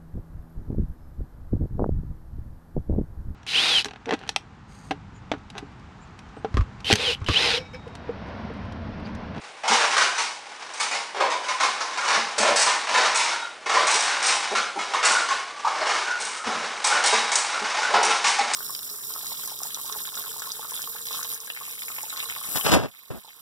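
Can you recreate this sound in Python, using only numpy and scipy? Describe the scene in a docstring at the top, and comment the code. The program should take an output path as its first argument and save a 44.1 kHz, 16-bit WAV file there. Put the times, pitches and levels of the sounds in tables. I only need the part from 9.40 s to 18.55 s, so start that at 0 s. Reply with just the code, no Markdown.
"""A home gym slams and rattles in a concrete garage as a dog thrashes at a rope tied to its cable.
Each tug takes up the slack with a light knock, then slams the frame. The cable whips steel snap hooks
against the machine, its stop ball clonks on a pulley and the rods swing back, over a bed of clattering
loose parts. The dog lands on its paws and grunts, a loose pulley chatters, and the bare room blurs it all.
"""
import sys
import numpy as np
from scipy import signal
from scipy.fft import rfft, irfft
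from scipy.io import wavfile
from scipy.ndimage import uniform_filter1d

SR = 44100
rng = np.random.default_rng(int(sys.argv[2]) if len(sys.argv) > 2 else 0)


def to_wav(sig):
    """Store sig (one row per channel, or 1-D mono) as 16-bit WAV at the path in sys.argv[1].

    Samples outside -1..1 are clipped; the rate is SR.
    """
    pcm = np.clip(np.atleast_2d(sig), -1, 1) * 32767
    pcm = np.round(pcm).astype(np.int16)
    wavfile.write(sys.argv[1], SR, pcm.T)  # frames by channels


N = 403515
SIZE = 32768  # samples in one hit with its tail
T, HZ = np.arange(SIZE) / SR, np.fft.rfftfreq(SIZE, 1 / SR)

# fader ride of the loose parts: (time [s], level [dB])
CLATTER_RIDE = [(0, -40), (.18, -47.5), (.48, -32), (.9, -55), (1.12, -36), (1.7, -44), (2.55, -32),
                (2.9, -33.5), (3.7, -28), (4.17, -46), (4.5, -28.5), (5.05, -26.5), (5.3, -41.5),
                (5.78, -25.5), (6.1, -38.5), (6.55, -25), (6.85, -36.5), (7.9, -26), (9.15, -29)]
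# rods swinging back: (time [s], level [dB], rattle length [s], pitch [Hz])
ROD_CLACKS = [(0.165, -37, 0.091, 1012), (.4, -7.5, 0.066, 1070), (1.202, -36, 0.042, 1230),
              (1.511, -11, 0.057, 950), (1.901, -14, 0.035, 980), (2.2, -7.5, 0.056, 1010),
              (2.23, -14, 0.017, 1090), (2.405, -15, 0.019, 1040), (2.573, -15, 0.012, 1430),
              (3.265, -8, 0.039, 1030), (3.622, -10, 0.1, 1220), (3.882, -13.5, 0.084, 900),
              (4.294, -12, 0.028, 1140), (4.65, -11, 0.15, 1480), (4.87, -14.5, 0.071, 1040),
              (5.151, -9, 0.033, 1390), (5.388, -15.5, 0.07, 1220), (5.628, -5.5, 0.075, 1080),
              (5.886, -11.5, 0.047, 1090), (6.248, -17.5, 0.034, 1110), (6.467, -8.5, 0.13, 1210),
              (7.727, -7.5, 0.082, 905), (8.24, -14.5, 0.22, 990), (8.371, -17.5, 0.026, 856),
              (8.429, -16.5, 0.084, 1430), (8.695, -9, 0.033, 1380), (8.986, -12, 0.017, 810)]
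# frame slams: (time [s], slack lead [s], level [dB], hardness [dB], rattle length [s], pitch [Hz])
FRAME_SLAMS = [(.308, .074, -7, -5.5, 0.071, 890), (.566, 0.06, -3.5, .5, 0.066, 1540),
               (.78, 0.031, -13, 6, 0.03, 900), (1.802, 0.057, -9.5, -8.5, .055, 1026),
               (2.083, 0.05, -13.5, 0, 0.025, 1020), (2.679, .045, -5, -1, .08, 1110),
               (3.03, 0.051, -4.5, -6, 0.075, 623), (3.54, 0.07, -3, -3, 0.11, 980),
               (4.338, 0.079, -4.5, -4, 0.094, 1140), (5.535, 0.053, -11.5, -3, 0.028, 1126),
               (6.41, 0.092, -14, -8.5, 0.022, 1090), (7.063, 0.024, -11.5, -3.5, 0.36, 750),
               (7.5, .058, -8, -5, .14, 1380), (8.538, 0.05, -6.5, -8, 0.038, 1270)]
# stop ball hitting its pulley: (time [s], pitch [Hz], level [dB])
BALL_CLONKS = [(.235, 830, -24.5), (1.805, 1035, -14.5), (4.367, 1095, -14), (5.538, 1220, -20),
               (6.246, 1150, -15), (6.267, 830, -18), (6.271, 1220, -17), (8.54, 984, -11.5),
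               (8.562, 730, -25)]
# hooks hitting the machine: (time [s], knock level [dB], jingle level [dB], rattle length [s])
HOOK_WHIPS = [(.278, -7, -45, 0.089), (1.335, -25, -42.5, 0.099), (1.399, -13, -34.5, 0.036),
              (2.981, -13, -26.5, 0.065), (3.159, -8, -21.5, 0.12), (3.747, -8.5, -27.5, 0.1),
              (4.468, -9, -27.5, 0.077), (4.539, -11.5, -26.5, .13), (4.826, -9, -25, 0.15),
              (5.648, -12, -23, 0.1), (6.8, -19.5, -31.5, 0.21), (7.442, -11.5, -25.5, 0.076),
              (7.638, -8.5, -24.5, .12), (7.917, -14, -22.5, 0.097), (8.629, -11.5, -29, 0.036),
              (8.842, -7.5, -31.5, 0.075), (9.135, -16, -25, 0.033)]
# paws landing on floor and treadmill deck: (time [s], level [dB])
PAW_LANDINGS = [(0.298, -30), (1.799, -41), (2.76, -28.5), (2.991, -27), (3.099, -28), (7.059, -25),
                (7.159, -29.5)]
# pulley chatters and squeaks: (time [s], length [s], pitch [Hz], level [dB])
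PULLEY_CHATTERS = [(2.569, 0.066, 1420, -44), (3.18, 0.085, 5650, -42), (3.4, 0.63, 3780, -44),
                   (3.901, 0.19, 1426, -36.5), (4.5, .75, 3820, -42.5), (5.134, 0.073, 1390, -32),
                   (5.681, 0.14, 1410, -25), (6.08, .15, 1160, -41), (6.656, 0.082, 1466, -26),
                   (6.931, 0.31, 1316, -37.5), (7.501, 0.07, 1435, -24), (7.65, 0.17, 3810, -34),
                   (8.082, 0.1, 1405, -33), (8.42, 0.071, 1470, -27.5)]
# the dog's grunts: (time [s], length [s], pitch [Hz], level [dB])
DOG_GRUNTS = [(2.754, 0.052, 223, -39), (2.979, 0.071, 219, -34), (4.538, 0.034, 219, -38),
              (5.107, 0.049, 208.4, -29.5), (5.35, 0.044, 199.4, -29.5), (5.693, 0.03, 214, -36),
              (6.774, 0.073, 217.3, -44.5), (7.059, 0.054, 207.3, -33.5), (7.716, 0.039, 211.7, -26.5),
              (8.208, 0.04, 213, -34), (8.65, 0.065, 225.6, -37), (9.003, 0.014, 236, -32)]
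# tone of the room's hush, the struck parts, the paws and the dog's throat: (frequency [Hz], gain [dB])
HUSH_EQ = [(25, -43), (70, -20.5), (140, -16), (440, -1.5), (800, 0), (1400, -6.5), (2200, -2), (5800, -19),
           (10000, -18.5)]
FRAME_EQ = [(40, -35), (130, -40.5), (210, -24.5), (400, -4), (580, 2.5), (820, 3), (1100, -14.5),
            (1530, -14), (3000, -31), (5700, -27), (9500, -48)]
RODS_EQ = [(60, -54), (210, -29), (380, -17), (580, -13), (820, -2.5), (1100, 0), (1530, -1.5), (2160, -6),
           (3000, -10), (5700, -17), (7300, -56), (9500, -54)]
FITTINGS_EQ = [(60, -59), (210, -28), (580, -17.5), (820, -15.5), (1530, -18.5), (2160, 5), (3100, -1),
               (5900, 2), (7300, -3.5), (9800, -10)]
HOOKS_EQ = [(200, -52), (820, -28), (1530, 1), (3000, -8.5), (4240, 1.5), (5700, 4.5), (7300, 4.5),
            (8500, 5), (9900, -0.5)]
PAWS_EQ = [(25, -35), (60, -23), (100, -13), (170, -6), (230, 2), (320, -1.5), (700, -17), (3000, -37)]
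THROAT_EQ = [(110, -30), (200, -9.5), (410, 2.5), (600, -6.5), (800, 3), (1100, -10), (2000, -22),
             (5000, -19)]
# resonances of machine and hooks, standing waves of the room: (frequency [Hz], width [Hz], boost [dB])
MACHINE_PEAKS = [(590, 40, 2), (813, 22, 3.5), (1002, 25, 4), (1821, 25, 4), (2184, 30, 5.5), (2961, 45, 4),
                 (3800, 110, 3), (4472, 30, 3), (5255, 45, 3)]
HOOK_PEAKS = [(3790, 40, 5), (4235, 50, 7), (4472, 30, 5), (5690, 80, 6), (6600, 70, 4), (7978, 45, 6),
              (8318, 45, 5), (8733, 35, 6)]
ROOM_PEAKS = [(228.4, 18, 6), (459, 41, 3.5)]
# reverb tail of the garage: (frequency [Hz], time to fall 60 dB [s])
GARAGE_DECAY = [(150, 0.77), (500, .64), (1400, 0.59), (3700, 0.64), (6500, 0.55), (10000, 0.62)]


def amp(db):
    """Decibels to gain."""
    return 10 ** (np.asarray(db) / 20)


def unit_rms(x):
    """Scales to rms 1."""
    return x / np.sqrt(np.mean(x ** 2) + 1e-20)


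def curve(points, hz=HZ):
    """Joins (frequency, value) points on a log-frequency axis."""
    freqs, values = np.transpose(points)
    return np.interp(np.log(hz + 1), np.log(freqs), values)


def add(mix, time, sound):
    """Mixes a sound in at a time in seconds."""
    part = mix[max(round(time * SR), 0):][:len(sound)]
    part += sound[:len(part)]


def peaks(modes):
    """Gain of resonances standing out of a flat response."""
    bells = sum((amp(db) ** 2 - 1) / (1 + (2 * (HZ - hz) / width) ** 2) for hz, width, db in modes)
    return np.sqrt(1 + bells)


def resonance(hz, width):
    """Gain of one resonance with steep skirts."""
    return (1 + (2 * (HZ - hz) / width) ** 2) ** -2.


def colour(x, gain):
    """Minimum-phase EQ: resonances ring after the hit."""
    cepstrum = irfft(np.log(np.maximum(gain, 1e-5)))
    cepstrum[1:SIZE // 2] *= 2
    return irfft(rfft(x, SIZE) * np.exp(rfft(cepstrum[:SIZE // 2], SIZE)))


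def garage(x, early_db, early_s=0.0048, build_s=0.003):
    """Reverb from a new spot in the room: tight early reflections, then a tail dying band by band."""
    hz, t, bands = signal.stft(rng.standard_normal(SIZE), SR, nperseg=256)
    decay = np.exp(-np.log(1000) * t / curve(GARAGE_DECAY, hz)[:, None])
    tail = signal.istft(bands * decay, SR, nperseg=256)[1][:SIZE]
    early = amp(early_db) * np.exp(-T / (2 * early_s)) * rng.standard_normal(SIZE)
    build_up = np.sqrt(1 - np.exp(-T / build_s))
    return signal.fftconvolve(x, build_up * (early + tail))[:SIZE]


def placed(x, db, length, early_db):
    """Sets a sound in the room, with the energy of that level held for that length."""
    wet = garage(x, early_db, early_s=0.0022, build_s=0.00059)
    return amp(db) * wet * np.sqrt(length * SR) / np.linalg.norm(wet)


def rattle(length, per_s, even_split_s, spread_db):
    """A first contact, then uneven bounces that die away; energy 1."""
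    sizes = amp(spread_db * rng.standard_normal(SIZE)) * rng.choice([-1, 1], SIZE)
    bounces = rng.random(SIZE) < per_s / SR
    clicks = sizes * bounces * np.sqrt(np.maximum(1 - T / length, 0))
    first_share = even_split_s / (even_split_s + length)  # long rattles soften the attack
    clicks *= np.sqrt(1 - first_share) / (np.linalg.norm(clicks) + 1e-9)
    clicks[0] = np.sqrt(first_share)
    return clicks[:SIZE // 4] / np.linalg.norm(clicks)


def machine_tone(hardness_db):
    """Gain of the ringing machine: soft hits favour the hollow frame, hard ones the bright fittings."""
    frame = amp(curve(FRAME_EQ) - 13 - 1.56 * hardness_db)
    rods = amp(curve(RODS_EQ))
    fittings = amp(curve(FITTINGS_EQ) - 11.5 + 0.81 * hardness_db)
    return np.sqrt(frame ** 2 + rods ** 2 + fittings ** 2) * peaks(MACHINE_PEAKS)


def knock(db, hardness_db, length, hz, ring_width_hz=70, max_ring_db=10, half_ring_s=0.13):
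    """One hit rattles the machine; the shorter the rattle, the clearer the struck part's pitch."""
    ring = peaks([(hz, ring_width_hz, max_ring_db * half_ring_s / (half_ring_s + length))])
    clicks = rattle(length, per_s=220, even_split_s=0.02, spread_db=4.5)
    return amp(db) * colour(garage(clicks, early_db=4.5), machine_tone(hardness_db) * ring)


def room_tone(level_db=-46.5):
    """A faint, steady hush under everything."""
    tone = amp(curve(HUSH_EQ, np.fft.rfftfreq(N, 1 / SR)))
    return amp(level_db) * unit_rms(irfft(rfft(rng.standard_normal(N)) * tone, N))


def clatter(spots=5, per_s=110, spread_db=2, trim_db=-2):
    """Loose parts tap lightly and at random at several spots on the machine."""
    out = np.zeros(N)
    ride = amp(np.interp(np.arange(N) / SR, *np.transpose(CLATTER_RIDE)))
    for _ in range(spots):
        sizes = amp(spread_db * rng.standard_normal(N).clip(-2, 2))
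        taps = sizes * (rng.random(N) < per_s / spots / SR)
        ring = colour(garage([1.], early_db=10), machine_tone(hardness_db=-1))
        out += signal.oaconvolve(unit_rms(taps) * ride, ring / np.linalg.norm(ring))[:N]
    return amp(trim_db) * out / np.sqrt(spots)


def rod_clacks(trim_db=-1):
    """The bent rods swing back and clack together."""
    out = np.zeros(N)
    for time, db, length, hz in ROD_CLACKS:
        add(out, time, knock(db, hardness_db=0, length=length, hz=hz))
    return amp(trim_db) * out


def frame_slams(slack_db=-6.5, slack_rattle_s=0.1, trim_db=-1):
    """Each tug is a double hit: a light knock as the slack goes, a slam as the cable stops."""
    out = np.zeros(N)
    for time, lead, db, hardness_db, length, hz in FRAME_SLAMS:
        add(out, time - lead, knock(db + slack_db, hardness_db, slack_rattle_s, hz))
        add(out, time, knock(db, hardness_db, length, hz))
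    return amp(trim_db) * out


def stop_ball(contact_s=0.0046, trim_db=-1):
    """The cable's stop ball hits its pulley with a dull, tight clonk."""
    out = np.zeros(N)
    for time, hz, db in BALL_CLONKS:
        impact = rng.standard_normal(SIZE) * np.exp(-T / contact_s)
        clonk = colour(impact, resonance(hz, width=400))
        add(out, time, placed(clonk, db, length=0.011, early_db=10.5))
    return amp(trim_db) * out


def hook_knocks(trim_db=-1):
    """The cable whips the snap hooks into the machine: a hard, bright knock."""
    out = np.zeros(N)
    for time, db, _, length in HOOK_WHIPS:
        add(out, time, knock(db, hardness_db=5.5, length=length, hz=900))
    return amp(trim_db) * out


def hook_jingles(trim_db=-1):
    """The whipped steel hooks jingle; each shake wakes a fresh set of thin partials too."""
    out = np.zeros(N)
    steel = amp(curve(HOOKS_EQ)) * peaks(HOOK_PEAKS)
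    for time, _, db, length in HOOK_WHIPS:
        partials = peaks([(hz, 50, 6) for hz in rng.uniform(3500, 9500, size=9)])
        clicks = rattle(length, per_s=200, even_split_s=0.012, spread_db=7)
        wet = garage(clicks, early_db=17, early_s=0.0024)
        add(out, time, amp(db) * colour(wet, steel * partials))
    return amp(trim_db) * out


def paw_thuds(trim_db=-1):
    """Paws land with soft, low thuds."""
    out = np.zeros(N)
    for time, db in PAW_LANDINGS:
        contacts = rattle(length=0.033, per_s=200, even_split_s=0.015, spread_db=2)
        add(out, time, amp(db) * colour(garage(contacts, early_db=18.5), amp(curve(PAWS_EQ))))
    return amp(trim_db) * out


def pulley_chatter(wobble_hz=55, wander=0.402):
    """The loose wheel wobbles on its axle, and each wobble sets it ringing briefly."""
    out = np.zeros(N)
    for time, length, hz, db in PULLEY_CHATTERS:
        count = round(length * SR)
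        drift = unit_rms(uniform_filter1d(rng.standard_normal(SIZE), size=600))[:count]
        rate = wobble_hz * (1 + wander * drift)
        contact = abs(np.sin(np.pi * np.cumsum(rate) / SR)) ** 3
        ring = colour(contact * rng.standard_normal(SIZE)[:count], resonance(hz, width=220))
        add(out, time, placed(ring, db, length, early_db=14))
    return out


def dog_grunts(rise=0.15, jitter=0.042, breathiness=0.35):
    """Vocal folds and puffs of air sound through the throat: short, rough grunts that bend upward."""
    out = np.zeros(N)
    throat = amp(curve(THROAT_EQ))
    for time, length, hz, db in DOG_GRUNTS:
        count = round(length * SR)
        shake, air = rng.standard_normal((2, SIZE))
        tremor = unit_rms(uniform_filter1d(shake, size=150))[:count]
        pitch = hz * (1 + rise * np.linspace(-.5, .5, count) + jitter * tremor)
        cycles = np.cumsum(pitch) / SR
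        swell = np.sin(np.linspace(0, np.pi, count))
        folds = sum(np.cos(2 * np.pi * k * cycles) for k in range(1, 14))
        puffs = air[:count] * np.cos(np.pi * cycles) ** 2  # air escapes once a cycle
        buzz = unit_rms(colour(folds * swell, throat))
        breath = unit_rms(colour(puffs * swell, throat))
        voice = (1 - breathiness) * buzz + breathiness * breath
        add(out, time, placed(voice, db, length, early_db=21))
    return out


def scene():
    """Machine and dog stir the room's standing waves over the room tone; mono on both channels."""
    machine = frame_slams() + hook_knocks() + rod_clacks() + clatter() + stop_ball() + hook_jingles()
    action = machine + paw_thuds() + pulley_chatter() + dog_grunts()
    standing_waves = colour([1.], peaks(ROOM_PEAKS))
    mono = signal.oaconvolve(action, standing_waves)[:N] + room_tone()
    return np.array([mono, mono])


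def record(dry, cutoff_hz=10040):
    """Soft clipping rounds the hottest peaks, then a steep low-pass takes off the top."""
    low_pass = signal.firwin(511, cutoff_hz, window=("kaiser", 9), fs=SR)
    return signal.oaconvolve(np.tanh(dry), low_pass[None], "same")


dry = scene()
out = record(dry)
to_wav(out)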